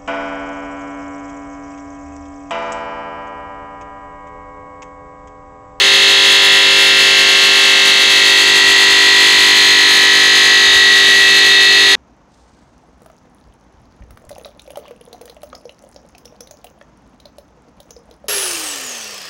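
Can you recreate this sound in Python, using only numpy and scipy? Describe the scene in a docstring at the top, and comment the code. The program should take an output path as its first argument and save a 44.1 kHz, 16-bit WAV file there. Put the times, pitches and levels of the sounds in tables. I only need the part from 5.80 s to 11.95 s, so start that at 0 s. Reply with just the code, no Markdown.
"""Beside a bridge saw: a water-cooled diamond blade cuts a curve in a stone slab, close to a near-mono microphone.
The rim scrapes nearly the same pattern into the kerf on every turn: a dense buzz on the orders of the spindle.
Blade modes lock onto a few orders and squeal, the lowest much louder as the blade swings into the curve.
Grit rings the disc and a rumble grows with the swing; a limiter holds the peaks.
A faint fluttering stereo hiss lies near 9.6 kHz."""
import sys
import numpy as np
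from scipy.fft import rfft, irfft, next_fast_len
from scipy.io import wavfile
from scipy.ndimage import uniform_filter1d, minimum_filter1d, map_coordinates

SR = 44100
rng = np.random.default_rng(int(sys.argv[2]) if len(sys.argv) > 2 else 0)


def to_wav(s):
    """Save 16-bit WAV."""
    ch = np.atleast_2d(s).T  # columns
    pcm = np.round(np.clip(ch, -1, 1) * 32767)  # PCM
    wavfile.write(sys.argv[1], SR, pcm.astype(np.int16))


N = 271345
SPINDLE_HZ, TOP_HZ = 49.552, 15600


def amp(db):
    """Decibels to gain."""
    return 10 ** (np.asarray(db) / 20)


def along(points, hz):
    """(Hz, value) points read on a log axis."""
    point_hz, values = np.transpose(points)
    return np.interp(np.log(hz + 1), np.log(point_hz + 1), values)


def curve(points, t):
    """(s, value) points read at times t."""
    point_s, values = np.transpose(points)
    return np.interp(t, point_s, values)


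def wobble(knots_per_s):
    """A smooth random curve through normal-distributed knots."""
    knots = rng.standard_normal(int(N * knots_per_s / SR) + 4)
    return map_coordinates(knots, [np.arange(N) * knots_per_s / SR], mode="mirror")


def drift(shape, memory_turns):
    """Complex chance of rms 1 whose rows, one a turn, stay alike for about memory_turns."""
    z = rng.standard_normal(shape) + 1j * rng.standard_normal(shape)
    cycles_per_turn = np.fft.fftfreq(shape[0])[:, None]
    smoothing = 1 / (1 + (2 * np.pi * memory_turns * cycles_per_turn) ** 2)
    z = np.fft.ifft(np.fft.fft(z, axis=0) * smoothing, axis=0)
    return z / np.sqrt(np.mean(np.abs(z) ** 2))


def filtered(x, response):
    """x times a response of frequency in Hz."""
    m = next_fast_len(N + SR // 4)
    return irfft(rfft(x, m) * response(np.fft.rfftfreq(m, 1 / SR)), m)[..., :N]


def white():
    """Noise of 0 dB per Hz."""
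    return rng.standard_normal(N) * np.sqrt(SR / 2)


def spindle(waver_hz=0.012, shake_hz=0.0301):
    """Turns made so far; the load barely disturbs the motor."""
    return np.cumsum(SPINDLE_HZ + waver_hz * wobble(3) + shake_hz * wobble(25)) / SR


def rim(turns, memory_turns=20, dispersion_turns_per_order=.025, scatter_rad=0.9, size=4096, count=314):
    """The scrape of one turn repeats on the next, changing slowly as the blade meets new stone."""
    # Low buzz of spindle, guard and table. Each row: order, dB before the swing, dB at full swing.
    hum_orders = [(1, -67, -51), (2, -56, -52), (3, -48, -50), (4, -50, -49), (5, -50, -50), (6, -37, -33),
                  (7, -42, -37), (8, -29, -29), (9, -39, -41), (10, -40, -42), (11, -30.5, -42),
                  (14, -40, -44), (15, -40, -40), (16, -39, -45), (18, -39, -38), (20, -36, -32),
                  (21, -37, -44), (22, -33, -34), (25, -34, -36), (26, -43, -37), (27, -40, -35),
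                  (28, -32, -41), (29, -35, -39), (32, -30, -32)]
    # Orders the steel disc radiates strongly. Each row: order (rounded), dB before the swing, dB at full swing.
    ring_orders = [(33, -67, -35), (35, -26.5, -23), (36, -37.5, -40.5), (37, -25, -34), (38, -29, -24),
                   (41, -27.5, -24.5), (42, -25, -35), (43, -24, -34), (48, -37.5, -26.5), (50, -32.5, -31),
                   (54, -25.5, -32), (55, -21, -27), (56, -38, -26), (60, -22.5, -35.5), (61, -30.5, -22),
                   (62, -22.5, -31.5), (65.98, -26.5, -25), (67, -23.5, -31), (68, -22.5, -25),
                   (74, -26.5, -29), (76.2, -28, -28.5), (78.2, -26, -32), (79, -33.5, -21),
                   (85, -28.5, -23), (86, -26.5, -29.5), (87, -31, -27.5), (93.1, -28.5, -29),
                   (96, -35, -31), (99.5, -33.5, -35), (110, -37, -38), (120, -38, -39.5),
                   (122.8, -34, -36), (130.4, -33.5, -31.5), (145, -42, -46), (159, -50, -43)]
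    # All the other orders. Each row: frequency in Hz, level of one order in dB.
    buzz_points = [(600, -47), (1200, -46), (1550, -65), (2200, -33), (3000, -38.5), (3700, -28.5),
                   (4400, -35), (4900, -37.5), (5650, -46.5), (6550, -40), (7500, -45), (8600, -53.5),
                   (10200, -53.5), (14000, -65)]
    # Treble rise and fall as the blade's face turns. Each row: time in s, tilt in dB (weighted over Hz below).
    bright_points = [(0, -0.5), (2, -1.5), (3, 0.5), (4.7, 0.5), (5.3, -1.5), (6.15, -1)]

    order = np.arange(count)
    hz = order * SPINDLE_HZ
    when = np.arange(int(turns[-1]) + 3) / SPINDLE_HZ
    shape = (len(when), count)

    early, late = np.tile(along(buzz_points, hz), (2, 1))
    # loose: share of power that changes; fine kerf detail, in the high orders, most, strong orders half
    loose = np.clip(along([(400, 0.11), (1500, 0.31), (3500, 0.36), (7000, 0.47)], hz), 0, 1)
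    for table in (hum_orders, ring_orders):
        for k, early_db, late_db in table:
            early[round(k)], late[round(k)] = early_db, late_db
            loose[round(k)] /= 2

    base_db = early + swing(when)[:, None] * (late - early)
    bright_db = curve(bright_points, when)[:, None] * along([(4300, 0), (5500, 0.95)], hz)
    # single orders swell and sink over about a second
    swell_db = 4 * np.sqrt(loose) * drift(shape, 2 * memory_turns).real
    level_db = base_db + flare(when[:, None], order) + bright_db + swell_db
    level = amp(level_db) * (order > 0)

    # high bending waves cross the disc first: a falling chirp each turn, blurred by random phase
    chirp = np.pi * dispersion_turns_per_order * order ** 2
    blur = scatter_rad * along([(2500, 1.04), (6000, 3.01)], hz) * rng.standard_normal(count)
    lasting = np.exp(1j * (chirp + blur))
    lines = level * (np.sqrt(1 - loose) * lasting + np.sqrt(loose) * drift(shape, memory_turns))
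    # one row of waveform a turn, read at the angle of the spindle
    scrape = irfft(lines, size) * size / np.sqrt(2)
    return map_coordinates(scrape, [turns, turns % 1 * size], order=1, mode="grid-wrap")


def squeal(turns, bed, flutter_db=1.0, jitter_rad=0.048, half_width_hz=230):
    """Self-excited blade modes added to the bed; disc run-out chokes each and bends its pitch once a turn."""
    # Each row: order (rounded), dB before the swing, dB at full swing, angle of the choke in turns,
    # depth of the choke 0-1, sharpness of the choke, phase swing in rad.
    locked_modes = [(39, -23.5, -15.5, 0.56, 0.81, 3.6, 0.37), (53, -25, -25.5, 0.23, 0.2, 0.43, -0.06),
                    (75.03, -21, -20, 0.28, 0.57, 2.1, 0.034), (83.95, -23, -21, 0.92, 0.88, 0.18, -0.14)]
    out = bed.copy()
    for k, early_db, late_db, choke_turn, depth, sharpness, phase_swing in locked_modes:
        order = round(k)
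        angle = 2 * np.pi * (turns - choke_turn)
        grip = 1 - np.clip(depth, 0, 1) * np.exp(sharpness * (np.cos(angle) - 1))
        phase = 2 * np.pi * order * turns + phase_swing * np.sin(angle) + jitter_rad * wobble(60)
        level_db = squeal_level(order, early_db, late_db) + flutter_db * wobble(40)
        out += amp(level_db) * grip / grip.mean() * np.sqrt(2) * np.sin(phase)
        # the part of the bed near the mode is choked with it
        near = filtered(bed, lambda f: np.exp(-((f - order * SPINDLE_HZ) / half_width_hz) ** 4))
        out += near * (grip / np.sqrt(np.mean(grip ** 2)) - 1)
    return out


def squeal_level(order, early_db, late_db, swell_db=1.46, swells_per_s=8):
    """Mode level in dB: follows the swing, flares, and swells by chance as the rim meets new stone."""
    t = np.arange(N) / SR
    base_db = early_db + swing(t) * (late_db - early_db)
    return base_db + flare(t, order) + swell_db * wobble(swells_per_s)


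def flare(t, order):
    """Rise in dB at times t: one order flares up, holds and sinks back."""
    # Each row: middle in s, order, half-length in s, rise in dB.
    flares = [(1.7, 53, 0.96, 6), (2.9, 39, 0.66, 2), (3.6, 84, 0.95, 4), (4.55, 96, 0.3, 8),
              (4.6, 26, 0.69, 7.5), (5.401, 39, 0.44, 4.5), (5.497, 75, 1.0, 6), (5.697, 53, 0.4, 7),
              (5.8, 84, 0.33, 4)]
    return sum(rise_db * (order == round(k)) * np.exp(-((t - middle_s) / half_s) ** 4)
               for middle_s, k, half_s, rise_db in flares)


def swing(t):
    """Share of the blade's swing into the curve at times t."""
    # Each row: time in s, share 0-1.
    travel_points = [(2, 0), (2.8, 0.58), (3.6, 0.83), (4.5, 0.92)]
    return np.clip(curve(travel_points, t), 0, 1)


def grit(turns, swell_db=2):
    """Diamond grains crush stone, harder on one side of the turn, and ring the disc's free modes."""
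    # Grinding noise. Each row: frequency in Hz, level in dB per Hz.
    grind_points = [(40, -79), (140, -74), (210, -62), (265, -67.5), (420, -65), (600, -67), (800, -63.5),
                    (1450, -67), (2000, -63), (3800, -62), (5600, -70.5), (7200, -68.5), (10500, -72),
                    (13500, -81)]
    # Free modes of the disc. Each row: frequency in Hz, width in Hz, peak of the mode alone in dB over the grit.
    disc_modes = [(1980, 350, 11.5), (2680, 86, 7.5), (2980, 150, 11.5), (3356, 110, 17), (3735, 74, 17),
                  (4234, 310, 15.5), (4550, 370, 11), (6500, 390, 10.5), (7850, 180, 7.5), (10200, 340, 5)]

    def response(f):
        """Grinding spectrum with the power of each resonance added."""
        extra = sum((amp(db) ** 2 - 1) / (1 + ((f - mode_hz) / width_hz * 2) ** 2) ** 1.11
                    for mode_hz, width_hz, db in disc_modes)
        return amp(along(grind_points, f)) * np.sqrt(1 + extra.clip(0))

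    bite = amp(swell_db * np.cos(2 * np.pi * turns))
    return filtered(white() * bite, response)


def rumble(level_db=-61.5, growth_db=11.5, lump_db=4, lumps_per_s=9):
    """Low noise that swells in lumps, louder as the blade swings into the curve."""
    shape_db = [(15, -20), (30, -14), (50, -2), (110, -5), (220, -24), (1000, -100)]
    low = filtered(white(), lambda f: amp(along(shape_db, f)))
    gain_db = level_db + growth_db * swing(np.arange(N) / SR) + lump_db * wobble(lumps_per_s)
    return low / low.std() * amp(gain_db)


def side_hiss(flutter_db=3):
    """A faint fluttering stereo hiss near 9.6 kHz: noise independent in each channel, one shared flutter."""
    # Each row: frequency in Hz, level in dB per Hz.
    hiss_points = [(100, -108), (6500, -102), (8200, -104), (9600, -77), (11500, -86), (13000, -96),
                   (15500, -110)]
    hiss = filtered(np.array([white(), white()]), lambda f: amp(along(hiss_points, f)))
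    return hiss * amp(flutter_db * wobble(35))


def flicker(x, depth_db=4, knots_per_s=26):
    """The treble flickers, most at the very top."""
    share = [(4300, 0.2), (6000, 0.31), (10000, 0.73), (13000, 1)]
    treble = filtered(x, lambda f: along(share, f))
    return x + treble * (amp(depth_db * np.tanh(wobble(knots_per_s))) - 1)


def limiter(x, top, size=56):
    """Fast gain reduction, shared by both channels, ducks every peak that would pass top."""
    needed = np.minimum(1, top / (np.abs(x).max(axis=0) + 1e-9))
    return x * uniform_filter1d(minimum_filter1d(needed, size), size)


def scene():
    """The saw, straight ahead of the microphone, and the stereo hiss."""
    turns = spindle()
    bed = rim(turns) + grit(turns)
    return squeal(turns, bed) + rumble() + side_hiss()


def record(dry, drive_db=1, top=.96):
    """Treble flicker, drive into the limiter, then a band limit."""
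    limited = limiter(flicker(dry) * amp(drive_db), top)
    return filtered(limited, lambda f: f < TOP_HZ)


dry = scene()
out = record(dry)
to_wav(out)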